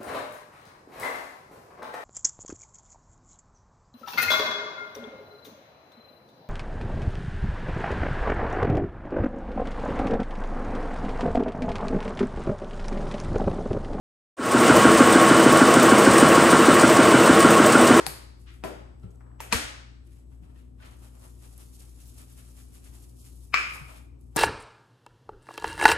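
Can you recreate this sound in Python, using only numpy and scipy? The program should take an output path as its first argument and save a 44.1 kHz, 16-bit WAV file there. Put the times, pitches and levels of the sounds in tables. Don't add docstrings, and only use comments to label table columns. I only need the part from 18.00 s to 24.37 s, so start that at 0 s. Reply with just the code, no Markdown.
import sys
import numpy as np
from scipy import signal
from scipy.fft import rfft, irfft, next_fast_len
from scipy.io import wavfile
from scipy.ndimage import uniform_filter1d

SR = 44100
rng = np.random.default_rng(int(sys.argv[2]) if len(sys.argv) > 2 else 0)


def file_out(sig):
    cols = np.atleast_2d(sig).T
    lim = np.clip(cols, -1, 1)
    pcm = np.round(lim * 32767).astype(np.int16)
    wavfile.write(sys.argv[1], SR, pcm)


def ratio(d):
    e = np.asarray(d, float) / 20
    return 10 ** e


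N = 280917
LEAD = 8192


def at_hz(points, hz, column=1):
    points = np.array(points)
    return np.interp(np.log(hz), np.log(points[:, 0]), points[:, column])


def drift(rate):
    r = np.exp(-80 * np.pi * rate / SR)
    noise = rng.standard_normal(N // 40 + 4002)
    slow = signal.lfilter([1], [1, -2 * r, r * r], noise)[4000:]
    slow = slow - slow.mean()
    slow = slow / np.sqrt(np.mean(slow ** 2) + 1e-30)
    return np.interp(np.arange(N) / 40, np.arange(len(slow)), slow)


# (pitch_hz, likeness)
SIDE_LIKENESS = [(60, 0.9), (130, 0.8), (290, -0.1), (640, -0.3), (1400, -0.2), (3100, 0.0064),
                 (6000, -0.027), (12500, 0.1)]
# (pitch_hz, left_over_right_db)
LEFT_LEAN = [(60, 9), (240, 5.5), (950, 2), (3770, 3), (15000, -2)]


def coloured(pair, spectrum):
    length = pair.shape[1]
    size = next_fast_len(length)
    hz = np.maximum(np.arange(size // 2 + 1) * SR / size, 1)
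    alike = np.clip(at_hz(SIDE_LIKENESS, hz), -.98, .98)
    lean = ratio(at_hz(LEFT_LEAN, hz) / 2)
    shares = np.sqrt([1 + alike, 1 - alike])
    mid, side = rfft(pair, size) * ratio(at_hz(spectrum, hz)) * shares
    out = irfft([(mid + side) * lean, (mid - side) / lean], size)[:, :length]
    return out / np.std(out.mean(0))


def struck(spectrum, size=4096):
    hz = np.maximum(np.arange(size // 2 + 1) * SR / size, 1)
    cepstrum = irfft(np.log(ratio(at_hz(spectrum, hz))))
    cepstrum[1:size // 2] *= 2
    answer = irfft(np.exp(rfft(cepstrum[:size // 2], size)))
    return answer / np.abs(answer).max()


BLOW_TIMES = [-0.06, 0.0657, 0.6385, 1.035, 1.2085, 1.4045, 1.5257, 5.5423, 6.362]
# (level_db, left_over_right_db, bounce_db, lead_in_db, room_send_db)
BLOWS = [
    (-10.5, 10.5, 9, -24, -15.5),
    (-11.5, 20, -24, -35.5, -15.5),
    (-19, 4, -12, -38, -13),
    (-53.5, -2, -14, -28, -12),
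    (-47, 6, -5, -37, -19.5),
    (-19, 1.5, -8, -33, -14.5),
    (-3.5, 9.5, -7, -31.5, -13),
    (-4, 5.5, -13, -36, -17),
    (-13, 6.5, 1.5, -39, -6),
]
# (extra_level_db, push, + or - for direction)
BLOW_CLICKS = [(0, 1), (-3, 0.91), (2, 0.93), (0, 1), (0, 1), (3.5, 0.95), (-5.5, -1), (5, 1), (-0.5, 1)]
# (pitch_hz, level_db per Hz)
SMALL_JAR_COLOURS = [
    [(120, -36.5), (200, -18), (390, -5), (721, -12.5), (896, -4.5), (1660, -8), (2850, -17), (4640, -15),
     (9550, -21), (12500, -28), (15000, -88)],
    [(120, -40), (200, -19), (282, -12), (789, -8), (2380, -8), (3230, -12.5), (4550, -4), (5760, -13),
     (10800, -6.5), (13200, -12), (15000, -44.5)],
    [(88, -42), (150, -14.5), (371, -12), (486, -13.5), (649, -10.5), (1250, -18), (1350, -14),
     (1640, -18.5), (3890, -26.5), (4250, -33), (4750, -25), (5400, -30), (11700, -33), (14000, -38),
     (15500, -70)],
]
# (pitch_hz, level_db per Hz)
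NUDGE_COLOURS = [
    [(240, -24.5), (400, 6), (1130, -13), (1360, -1), (1660, -31.5), (2270, -22.5), (12000, -43.5),
     (15600, -73), (22000, -120)],
    [(350, -44.5), (600, -15), (1000, -2), (2200, -14), (2830, -25.5), (3460, -50), (6000, -29),
     (7800, -71.5), (13200, -120)],
    [(240, -38.5), (400, -11.5), (907, -7), (994, -9.5), (1800, -10), (2600, -8), (4300, -19), (6500, -14),
     (9810, -15.5), (12900, -17), (16000, -40)],
]
# (pitch_hz, level_db per Hz)
HARD_COLOURS = [
    [(180, -30), (300, -9), (326, -20.5), (462, -11), (1060, -8.5), (1460, -3), (9090, -11), (12500, -18),
     (16000, -86)],
    [(250, -31), (900, -22), (1200, -5), (1550, -9), (1900, -12), (2200, -5), (2430, 0), (2750, -10.5),
     (3400, -20.5), (4700, -21), (5200, -14), (5700, -29), (6400, -23), (8000, -29.5), (9000, -41.5),
     (15000, -49)],
    [(180, -43.5), (300, -12), (678, -3), (2170, -19), (2740, -25), (9390, -9.5), (12700, -16.5),
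     (14500, -24.5), (16000, -72)],
]


def knocks():
    common_click_db, click_top_hz = -11, 14300
    first_echo_db = -15
    before = 900
    direct, send = np.zeros((2, N + LEAD + SR)), np.zeros(N + LEAD + SR)
    t = np.arange(-before, 600) / SR
    soften = signal.butter(4, click_top_hz, fs=SR, output="sos")
    colours = SMALL_JAR_COLOURS + NUDGE_COLOURS + HARD_COLOURS
    for start_s, row, (click_db, push), colour in zip(BLOW_TIMES, BLOWS, BLOW_CLICKS, colours):
        level_db, pan_db, bounce_db, lead_in_db, send_db = row
        body = struck(colour) * ratio(level_db)
        start = LEAD + round(start_s * SR)
        send[start:][:len(body)] += body * ratio(send_db)
        body[:2] += ratio(level_db + common_click_db + click_db) * np.array([1, -.75])
        body = signal.sosfilt(soften, body)
        lead_in = signal.lfilter([1], [1, -.55], rng.standard_normal(len(t)))
        contact = lead_in * ratio(lead_in_db - 20 * np.abs(t) / 0.01)
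        contact[[before, before + 30, before + 230]] += 1, -ratio(first_echo_db), ratio(bounce_db)
        sound = push * np.convolve(contact, body)
        for side, lag in enumerate((2, 0)):
            first = start - before + lag
            direct[side, first:][:len(sound)] += sound * ratio(pan_db * (.5 - side))
    return direct[:, :N + LEAD], send[:N + LEAD]


# (start_s, level_db,
# pitch_hz, fade_60db_s)
THUD_TONES = [ (0.0660, -23.5, 776, 0.037), (0.0658, -24, 10500, .02), (0.068, -32, 9500, .02),
              (0.071, -36.5, 151, 0.16), (0.6417, -36.5, 395.5, 0.34), (0.6460, -29, 647, 0.1),
              (0.643, -36.5, 1005, 0.15), (0.65, -31.5, 131, 0.057), (0.7001, -42, 598, 0.29),
              (0.6385, -36, 2500, .03), (0.716, -38, 480, .1), (1.0355, -33, 101, 0.19),
              (1.0402, -38, 182, 0.18), (1.2621, -63, 951, 0.047), (1.3051, -60, 990, 0.072),
              (1.4039, -24.5, 901, 0.018), (1.5253, -10, 2450, 0.02), (1.5256, -25.5, 4140, 0.044),
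              (1.5266, -17.5, 950, .041), (1.5312, -22, 1150, .04), (1.5258, -25, 8900, .012),
              (1.5258, -22.5, 202, 0.085), (1.532, -26, 456, 0.11), (1.5400, -32, 237, 0.27),
              (1.549, -15, 68.5, 0.062), (1.6403, -31.5, 67, 0.097), (2.4193, -42.5, 165, 0.11),
              (2.5604, -67, 1830, 0.089), (2.8021, -55.5, 1495, 0.1), (5.5421, -16.5, 1170, 0.038),
              (5.5375, -23, 2410, .03), (5.5421, -19.5, 2420, 0.036), (5.5422, -28.5, 4780, .016),
              (5.812, -33.5, 138, 0.11), (6.3621, -21, 181, 0.057), (6.3631, -27, 301, 0.12)]


def thuds():
    out, t = np.zeros((2, N + SR)), np.arange(SR // 2) / SR
    phase = np.array([[.45], [-.45]])
    for start_s, level_db, pitch_hz, fade_s in THUD_TONES:
        swell = ratio(level_db - 60 * t / fade_s) * (1 - np.exp(-t * pitch_hz * 2.7))
        out[:, round(start_s * SR):][:, :len(t)] += swell * np.sin(2 * np.pi * pitch_hz * t + phase)
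    return out[:, :N] * ratio([[1.8], [-1.8]])


# (pitch_hz, level_db, fade_60db_s)
SINK_TONES = [(1176, -40, .4), (1320, -39, .45), (1550, -38, .45), (1716, -36, .35), (1973, -37, .45),
              (2180, -36.5, .45), (2240, -35.5, 0.31), (2320, -33.5, .6), (2381, -30.5, .5),
              (2425, -31, .45), (2475, -33, .45), (2540, -36, .45), (2920, -38.5, .45), (4990, -47, .35),
              (5200, -42, .4)]


def sink():
    start = round(5.5425 * SR)
    out, t = np.zeros((2, N)), np.arange(N - start) / SR
    for pitch_hz, level_db, fade_s in SINK_TONES:
        level = ratio(level_db - 60 * t / fade_s + 3.0 * drift(14)[start:]) * np.minimum(t / .004, 1)
        phase = .8 * drift(14)[start:] + rng.uniform(0, 6, (2, 1))
        out[:, start:] += level * np.sin(2 * np.pi * pitch_hz * t + phase)
    return out * ratio([[.3], [-.3]])


# (peak_s, patter_db, slide_db, rub_db)
JAR_FLICKS = [(2.865, -67, -59.5, -63), (2.93, -73.5, -66.5, -69), (3.045, -62, -65, -64),
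              (3.16, -76, -74, -69.5), (3.245, -60.5, -66.5, -63), (3.445, -60.5, -68.5, -68),
              (3.53, -66.5, -79, -72.5), (3.61, -58, -66.5, -69), (3.745, -61, -89, -87),
              (3.82, -57, -71, -71), (4.01, -60.5, -72, -74.5), (4.09, -60.5, -81, -76),
              (4.203, -56, -65.5, -67.5), (4.31, -64.5, -72, -76.5), (4.398, -58.5, -64, -71),
              (4.48, -66, -73, -73), (4.585, -58.5, -66, -72), (4.755, -59.5, -70, -72.5),
              (4.865, -60.5, -66, -71.5), (4.95, -61, -69.5, -69), (5.035, -60.5, -78, -75.5),
              (5.21, -62, -83, -87), (5.265, -58.5, -69, -73.5), (5.36, -65.5, -88, -90),
              (5.445, -64, -87, -83.5), (5.75, -53, -56.5, -55.5), (5.905, -59.5, -62, -59),
              (5.965, -60.5, -62, -62.5)]
# (peak_s, patter_db, slide_db, rub_db)
JAR_HANDLING = [(0.404, -68, -85, -85), (0.476, -76, -59, -78), (0.505, -78, -61, -85.5),
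                (0.54, -70, -69.5, -76), (1.0, -80.5, -88.5, -87.5), (1.036, -79, -72.5, -70),
                (1.115, -77, -83.5, -75), (1.15, -80, -86.5, -75), (1.21, -83.5, -82.5, -70),
                (1.272, -98, -85.5, -66.5), (1.315, -100, -87, -71.5), (1.35, -92.5, -87, -73.5),
                (2.07, -72, -77.5, -91.5), (2.12, -69.5, -73.5, -82), (2.17, -73.5, -74.5, -81),
                (2.32, -75, -77.5, -76.5), (2.435, -74.5, -71, -71.5), (2.5, -77, -76, -73.5),
                (2.56, -75, -72, -75.5), (2.595, -75.5, -73.5, -86), (2.803, -91, -69, -70.5),
                (2.825, -74, -62, -64), (6.212, -75.5, -96, -96), (6.26, -77.5, -89.5, -92),
                (6.33, -78, -82, -79.5)]
# (time_s, patter_db)
JAR_TRICKLE = [(2.79, -100), (2.85, -69), (3.2, -70.5), (3.6, -66.5), (4.5, -67), (5.12, -70), (5.5, -71.5),
               (5.6, -55), (5.8, -69), (6.0, -69), (6.15, -100)]


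def effort(column):
    t = np.arange(0, N + 32, 32) / SR
    under_patter_db = (0, -13, -13.5)[column]
    power = ratio(np.interp(t, *np.transpose(JAR_TRICKLE)) + under_patter_db) ** 2
    # table, hold on either side of the peak (s), then rise and fall of the layer (dB per s)
    movements = [(JAR_FLICKS, 0.0072, (241.5, 400.5, 298), (230.5, 258.5, 199)),
                 (JAR_HANDLING, 0, (550.5, 901.5, 599.5), (140, 172.5, 109.5))]
    for table, hold_s, rise_db, fall_db in movements:
        rows = np.array(table)
        since = t - rows[:, :1]
        slope_db = np.where(since < 0, rise_db[column], -fall_db[column])
        past_hold = since * np.clip(1 - hold_s / (np.abs(since) + 1e-9), 0, 1)
        levels = ratio(rows[:, [column + 1]] + slope_db * past_hold)
        power = power + np.sum(levels ** 2, axis=0)
    return np.interp(np.arange(N) / SR, t, np.sqrt(power))


def grains(per_s, uneven_db):
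    sizes = ratio(uneven_db * np.minimum(rng.exponential(1, (2, N)), 5))
    signs = rng.choice([-1, 1], (2, N))
    return sizes * signs * (rng.random((2, N)) < per_s / SR)


def played(gain, source, spectrum):
    return coloured(source * gain, spectrum) * np.sqrt(np.mean(gain ** 2))


# (pitch_hz, level_db per Hz)
PATTER_COLOUR = [(1500, -42.5), (2500, -12.5), (3500, -8.5), (5900, -4), (7600, 0), (10800, 0.5),
                 (13200, -6), (14400, -9), (16200, -46)]
# (pitch_hz, level_db per Hz)
SLIDE_COLOUR = [(700, -35), (1200, 0), (1520, -2), (1900, -2.5), (2700, -1.5), (3600, -6), (5000, -12),
                (7000, -19), (12000, -59.5)]
# (pitch_hz, level_db per Hz)
RUB_COLOUR = [(300, -12.5), (550, -1), (850, -0.5), (1200, -3), (1450, -7.5), (1900, -15.5), (4000, -61.5)]


def granules():
    hits = grains(per_s=4400, uneven_db=-1.0) * ratio(1.6 * drift(70) + 1.0 * drift(20))
    slips = grains(per_s=4200, uneven_db=-1.5) * ratio(1.1 * drift(12))
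    scrapes = grains(per_s=3900, uneven_db=3.5)
    patter = played(effort(column=0), hits, PATTER_COLOUR)
    slide = played(effort(column=1), slips, SLIDE_COLOUR)
    rub = played(effort(column=2), scrapes, RUB_COLOUR)
    return patter + slide + rub


# (start_s, level_db, pitch_hz)
CAP_TICKS = [(0.9975, -52, 5050), (1.0315, -50, 3610), (1.1065, -51, 5280), (1.1575, -51, 6200),
             (1.398, -34, 2490), (1.0355, -39, 1000), (1.2085, -49, 1105), (1.222, -46, 1092),
             (1.2655, -47, 1297), (1.273, -42, 900), (1.283, -42, 1003), (1.3, -47, 1496),
             (1.3155, -39, 1096), (1.345, -49, 1200), (3.5783, -32, 8500), (4.0637, -50, 10050),
             (4.0785, -40, 9050), (4.0786, -36, 14500), (1.4046, -32, 14500), (4.0787, -49, 5000),
             (4.0965, -45, 9000), (4.327, -42, 8500), (4.7336, -45, 9600), (4.7543, -44, 9000),
             (5.0232, -44, 9000), (5.3569, -43.5, 9500), (5.4422, -46, 9510), (2.804, -43, 1300),
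             (2.8097, -53, 8000), (6.2118, -48, 9530)]


def ticks():
    out, t = np.zeros(N), np.arange(SR // 50) / SR
    for start_s, level_db, pitch_hz in CAP_TICKS:
        snap = ratio(level_db - 60 * t / 0.014) * rng.standard_normal(len(t)) * .5
        band = signal.butter(2, [pitch_hz, pitch_hz * 1.5], "band", fs=SR, output="sos")
        out[round(start_s * SR):][:len(t)] += signal.sosfilt(band, snap)
    return out


# (pitch_hz, fade_60db_s, level_db)
ROOM_FADE = [(99.75, 0.94, -4), (300, 0.58, 5.5), (835, 0.72, -2.5), (2200, 0.62, -2.5), (4700, 0.69, -6.5),
             (8300, 0.48, -2), (12900, 0.31, 1.5)]


def room_echo():
    t, hz = np.arange(SR) / SR, np.arange(SR // 2 + 1) + 1.
    white = rfft(coloured(rng.standard_normal((2, SR)), [(20, 0), (20000, 0)]))
    out = 0
    for centre in np.geomspace(60, 16000, 17):
        distance = np.abs(np.log(hz / centre)) / np.log(16000 / 60) * 16
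        share = np.clip(1 - distance, 0, 1)
        fading = ratio(at_hz(ROOM_FADE, centre, column=2) - 60 * t / at_hz(ROOM_FADE, centre))
        out = out + irfft(white * share, SR) * fading
    return out * np.minimum(t / 0.0019, 1) * ratio(-11.5)


# (pitch_hz, level_db, wobble_db)
MOTOR_TONES = [(59, -49.5, 0.2), (118.7, -59, -1.5), (178, -71, -0.5), (251.3, -69.5, 1), (360, -77.5, 2.5),
               (7840, -89.5, -4)]
# (pitch_hz, level_db per Hz)
RUMBLE_COLOUR = [(15, -35), (25, -9.5), (48, -6), (69, -2.5), (135, -11), (167, -20), (271, -11),
                 (604, -29.5), (1210, -38), (1390, -47), (3830, -53.5), (7280, -52.5), (8100, -51),
                 (12400, -55), (15000, -78)]


def refrigerator():
    t, tones = np.arange(N) / SR, 0
    for pitch_hz, level_db, wobble_db in MOTOR_TONES:
        level = ratio(level_db + 3.5 + wobble_db * drift(0.35))
        phase = .15 * drift(4.9) + rng.uniform(0, 6)
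        tones = tones + level * np.sin(2 * np.pi * pitch_hz * t + phase)
    high_pass = signal.butter(4, 52, "high", fs=SR, output="sos")
    rumble = signal.sosfilt(high_pass, coloured(rng.standard_normal((2, N)), RUMBLE_COLOUR))
    return tones * ratio([[1.9], [-1.9]]) + ratio(-55.0) * rumble


def scene():
    direct, send = knocks()
    shaken = granules() + ticks()
    send[LEAD:] += ratio(-32.5) * shaken[0]
    wet = signal.fftconvolve(send[None], room_echo(), axes=1)[:, LEAD:N + LEAD]
    return direct[:, LEAD:] + wet + shaken + thuds() + sink() + refrigerator()


def thinned(x):
    hz, _, frames = signal.stft(x, SR, nperseg=2048, noverlap=1024)
    power = np.mean(np.abs(frames[:1024].reshape(128, 8, -1)) ** 2, axis=1)
    power = np.repeat(power, 8, axis=0)
    hz = hz[:-1, None]
    treble = power[(hz[:, 0] > 7000) & (hz[:, 0] < 12000)].mean(axis=0)
    steady = signal.medfilt(treble, 9)
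    luck = uniform_filter1d(rng.standard_normal((128, len(treble))), size=2)
    luck_db = 2.5 * np.repeat(luck, 8, axis=0)
    weak = (hz > 1250) & (hz < 5000) & (power < steady * ratio(2 * -14.5 + 2 * luck_db))
    thin = (hz > 13000) & (power < treble * ratio(2 * -8))
    frames[:-1] *= 1 - (weak | thin)
    return signal.istft(frames, SR, nperseg=2048, noverlap=1024)[1][:N]


def roll_off(x):
    return signal.sosfilt(signal.butter(12, 16460, fs=SR, output="sos"), x)


def record(dry):
    left, right = 1.3 * np.tanh(dry / 1.3)
    side_gap = signal.cheby2(6, 30, [6900, 10300], "bandstop", fs=SR, output="sos")
    side = signal.sosfiltfilt(side_gap, (left - right) / 2)
    mid = (left + right) / 2
    low_pass = signal.cheby2(10, 24, 14000, fs=SR, output="sos")
    top = mid - signal.sosfiltfilt(low_pass, mid)
    loud = uniform_filter1d(top ** 2, size=200) > ratio(-53.5) ** 2
    gate = np.clip(3 * uniform_filter1d(loud * 1., size=300), 0, 1)
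    centre = (1 - gate) * thinned(mid - top) + gate * mid
    return roll_off(centre + side * np.array([[1], [-1]]))


dry = scene()
out = record(dry)
file_out(out)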